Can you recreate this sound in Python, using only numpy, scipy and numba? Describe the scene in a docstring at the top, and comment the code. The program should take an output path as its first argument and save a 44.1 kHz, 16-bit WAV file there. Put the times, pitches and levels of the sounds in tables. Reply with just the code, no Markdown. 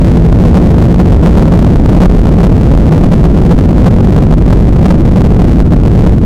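"""The wheels of an airliner rumble on its takeoff roll, heard from a window seat behind the wing.
The runway forces the airframe into vibration. The cabin's low resonance booms with the beat of the
two engines and rings briefly at each buffet. The jet exhaust roars through the wall in turbulent
surges, over a faint hiss of air along the fuselage. The bass is far too strong for the microphone's
amplifier, which overloads on most swings and crackles."""
import sys
import numpy as np
from scipy import signal
from scipy.fft import irfft
from scipy.io import wavfile
from numba import njit

SR = 44100
rng = np.random.default_rng(int(sys.argv[2]) if len(sys.argv) > 2 else 0)


def wav_record(signal):
    """Record a signal, one row per channel, as 16-bit PCM in the file named by sys.argv[1]."""
    frames = np.transpose(np.atleast_2d(signal))
    bounded = np.clip(frames, -1, 1)
    # unit amplitude maps onto the largest positive 16-bit level
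    quanta = np.round(bounded * 32767).astype(np.int16)
    wavfile.write(sys.argv[1], SR, quanta)


N = 275625
TIME = np.arange(N) / SR

# Spectrum of the airframe shaken by the wheels: f/Hz, relative level/dB
AIRFRAME_SPECTRUM = [(6, -12), (14, -25), (21, -2), (29, -18.5), (39, -4.5), (46, 1), (56, -2), (73, -5),
                     (90, -31)]
# How hard the runway shakes the airframe: t/s, relative level/dB
SHAKE_LEVELS = [(0.0, -1.0), (0.62, 0.8), (0.88, -3.2), (1.17, 2.0), (1.72, -0.8), (2.1, 3.2), (2.35, -0.4),
                (2.76, 2.2), (2.94, -3.8), (3.3, 0.6), (3.68, -2.2), (3.87, -0.3), (4.17, -2.8),
                (4.38, 3.2), (4.85, -0.8), (5.2, -0.8), (5.45, 0.4), (6.25, -1.2)]
# Spectrum of the rolling tyres' drone: f/Hz, relative level/dB
TYRE_SPECTRUM = [(65, -25.5), (80, 0.5), (92, 1), (110, 1.5), (135, -1), (155, -15)]
# Spectrum of the cabin's main low resonance: f/Hz, relative level/dB
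CABIN_SPECTRUM = [(125, -25), (146, -10), (160, -0.5), (175, -4), (192, -7.5), (220, -36.5)]
# The strongest buffets: t/s, relative level/dB
BUFFET_PEAKS = [(0.171, 4.3), (0.416, 5.2), (0.572, 1.4), (0.999, 3.2), (1.125, 2.6), (1.266, 4.3),
                (1.375, 4.4), (1.425, 1.7), (1.532, 6.1), (1.769, 1.7), (1.942, 2.3), (2.021, 2.8),
                (2.056, 2.5), (2.294, 2.2), (2.394, 3.8), (2.451, 1.6), (2.932, 3.2), (3.137, 1.7),
                (3.257, 1.6), (3.38, 2.0), (3.514, 4.4), (3.872, 2.1), (3.955, 2.6), (4.195, 2.9),
                (4.329, 5.6), (4.508, 4.0), (4.851, 4.5), (4.911, 3.6), (5.173, 4.4), (5.405, 1.5),
                (5.604, 4.2), (5.74, 3.0), (6.064, 2.4), (6.209, 2.2)]
# Spectrum of the exhaust behind the cabin wall: f/Hz, relative level/dB
EXHAUST_SPECTRUM = [(170, -23.5), (202, 0), (230, 2), (268, -6.5), (320, -6.5), (400, -17), (520, -31.5),
                    (800, -41), (1500, -39.5)]
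# Surges of the exhaust's roar: t/s, relative level/dB
EXHAUST_LEVELS = [(0.0, 0.4), (0.27, -1.5), (0.45, 1.7), (0.75, 1.4), (0.98, -1.8), (1.3, 2), (1.88, -0.2),
                  (2.04, 1.7), (2.62, 0.1), (2.93, 1.3), (3.45, -1.5), (3.95, 1.1), (4.7, -1.4),
                  (5.35, -0.5), (5.87, -2.1), (6.25, -1)]
# Spectrum of air rushing along the fuselage: f/Hz, relative level/dB
AIRFLOW_SPECTRUM = [(200, -1.5), (600, -6.5), (1000, -17.5), (1500, -15), (2000, -15.5), (3000, -21),
                    (5000, -26), (7500, -30), (10000, -34), (16000, -38)]
# Modulation spectrum of the turbulence: f/Hz, relative level/dB
TURBULENCE_SPECTRUM = [(2, -12), (3.5, 0), (8, -4.5), (20, -8.5)]


def runway(shake_db=-2.5, tyres_db=-5.0):
    """Forced vibration: the rolling wheels shake the airframe while the tyres drone steadily."""
    rumble = surging(AIRFRAME_SPECTRUM, shake_db + curve(SHAKE_LEVELS), span_s=.034, wander_db=2.0)
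    return rumble + gain_of(tyres_db) * noise(TYRE_SPECTRUM)


def cabin_boom(boom_db=-4.5, fade_db_per_s=.37, beat_hz=2.76, depth_db=.94, crest_s=.167):
    """Resonance and beats: the cabin's boom throbs because the two engines run slightly apart."""
    beat_db = depth_db * np.cos(2 * np.pi * beat_hz * (TIME - crest_s))
    return surging(CABIN_SPECTRUM, boom_db - fade_db_per_s * TIME + beat_db, span_s=.027, wander_db=1.0)


def buffets(level_db=1.0, ring_hz=174.9, pitch_spread=.06, sigma_s=.011):
    """Transient excitation: each buffet rings the cabin for a few cycles under a Gaussian envelope."""
    rings = np.zeros(N)
    draws = rng.uniform(-1, 1, (len(BUFFET_PEAKS), 2))
    for (peak_s, peak_db), (phase, detune) in zip(BUFFET_PEAKS, draws):
        near = abs(TIME - peak_s) < 5 * sigma_s
        t = TIME[near] - peak_s
        hz = ring_hz * (1 + pitch_spread * detune)
        envelope = gain_of(level_db + peak_db) * np.exp(-.5 * (t / sigma_s) ** 2)
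        rings[near] += envelope * np.cos(2 * np.pi * hz * t + np.pi * phase)
    return rings


def exhaust(roar_db=-7.5):
    """Transmission loss: the cabin wall passes mostly the low end of the jets' turbulent roar."""
    return surging(EXHAUST_SPECTRUM, roar_db + curve(EXHAUST_LEVELS), span_s=.018, wander_db=.68)


def airflow(level_db=-41, fade_db=-3.5, gust_db=2.0):
    """Flow noise: air rushing along the fuselage makes a gusty hiss that slowly eases."""
    gusts = noise([(1.5, 2), (6, -14), (25, -12)])
    progress = (TIME - TIME.mean()) / TIME[-1]
    return gain_of(level_db + fade_db * progress + gust_db * gusts) * noise(AIRFLOW_SPECTRUM)


def surging(spectrum, level_db, span_s, wander_db):
    """Amplitude modulation: noise, evened out over span_s, wanders at random around level_db."""
    carrier = noise(spectrum)
    window = np.exp(-.5 * (np.arange(-SR // 10, SR // 10 + 1) / (span_s * SR)) ** 2)
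    squared = np.pad(carrier ** 2, len(window) // 2, "wrap")
    local_power = signal.fftconvolve(squared, window / window.sum(), "valid")
    even = carrier / np.sqrt(abs(local_power) + 1e-6)
    return even * gain_of(level_db + wander_db * noise(TURBULENCE_SPECTRUM))


def noise(spectrum):
    """Superposition: random phases give unit-power noise from rows of f/Hz, relative level/dB."""
    hz, db = np.transpose(spectrum)
    bins = np.fft.rfftfreq(N, 1 / SR)
    shape = gain_of(np.interp(np.log(bins + 1), np.log(hz + 1), db, left=-100, right=-100))
    x = irfft(shape * np.exp(2j * np.pi * rng.random(len(bins))), N)
    return x / x.std()


def curve(points):
    """Linear interpolation between rows of t/s, level/dB."""
    return np.interp(TIME, *np.transpose(points))


def gain_of(db):
    """The decibel scale: 20 dB is a factor of ten in amplitude."""
    return 10 ** (np.asarray(db) / 20)


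def scene():
    """Superposition: the sound pressures of all sources add at the window seat."""
    return (runway() + cabin_boom() + exhaust() + airflow() + buffets())[None]


@njit
def overload(x, rail, hold_samples, charge_samples, snap_decay):
    """Saturation: an amplifier driven past its rail sticks there briefly, then snaps back."""
    y = np.empty(len(x))
    side, charge, wait, lag = 0., 0., 0., 0.
    for i in range(len(x)):
        clipped = min(max(x[i], -rail), rail)
        if abs(x[i]) >= rail and (wait <= 0 or x[i] * side > 0):
            side = np.sign(x[i])
            charge += (1 - charge) / charge_samples  # the longer the overload, the longer it sticks
            wait = hold_samples[i] * charge ** 2
            lag = 0.
        elif wait > 0:  # still held at the rail
            stuck = min(wait, 1.)
            lag = stuck * (side * rail - clipped) + (1 - stuck) * lag * snap_decay
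            wait -= 1
        else:  # exponential return to the signal
            charge = 0.
            lag *= snap_decay
        y[i] = min(max(clipped + lag, -rail), rail)
    return y


def record(dry, rail=.706, stick_s=.00013, stick_spread=.21, charge_s=.00038, snap_s=.000025):
    """Nonlinear distortion: the amplifier overloads and crackles; a faint steady hiss lies beneath."""
    recovery_wander = noise([(2, 13), (20, -2), (400, -25.5)])
    hold_samples = stick_s * SR * np.exp(stick_spread * recovery_wander)
    distorted = overload(dry[0], rail, hold_samples, charge_s * SR, np.exp(-1 / (snap_s * SR)))
    steady_hiss = gain_of(-66) * noise([(500, 0), (3000, -6), (9000, -19), (16000, -24)])
    low_pass = signal.firwin(201, cutoff=16250, window=("kaiser", 9), fs=SR)
    return signal.oaconvolve(distorted + steady_hiss, low_pass, "same")[None]


dry = scene()
out = record(dry)
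wav_record(out)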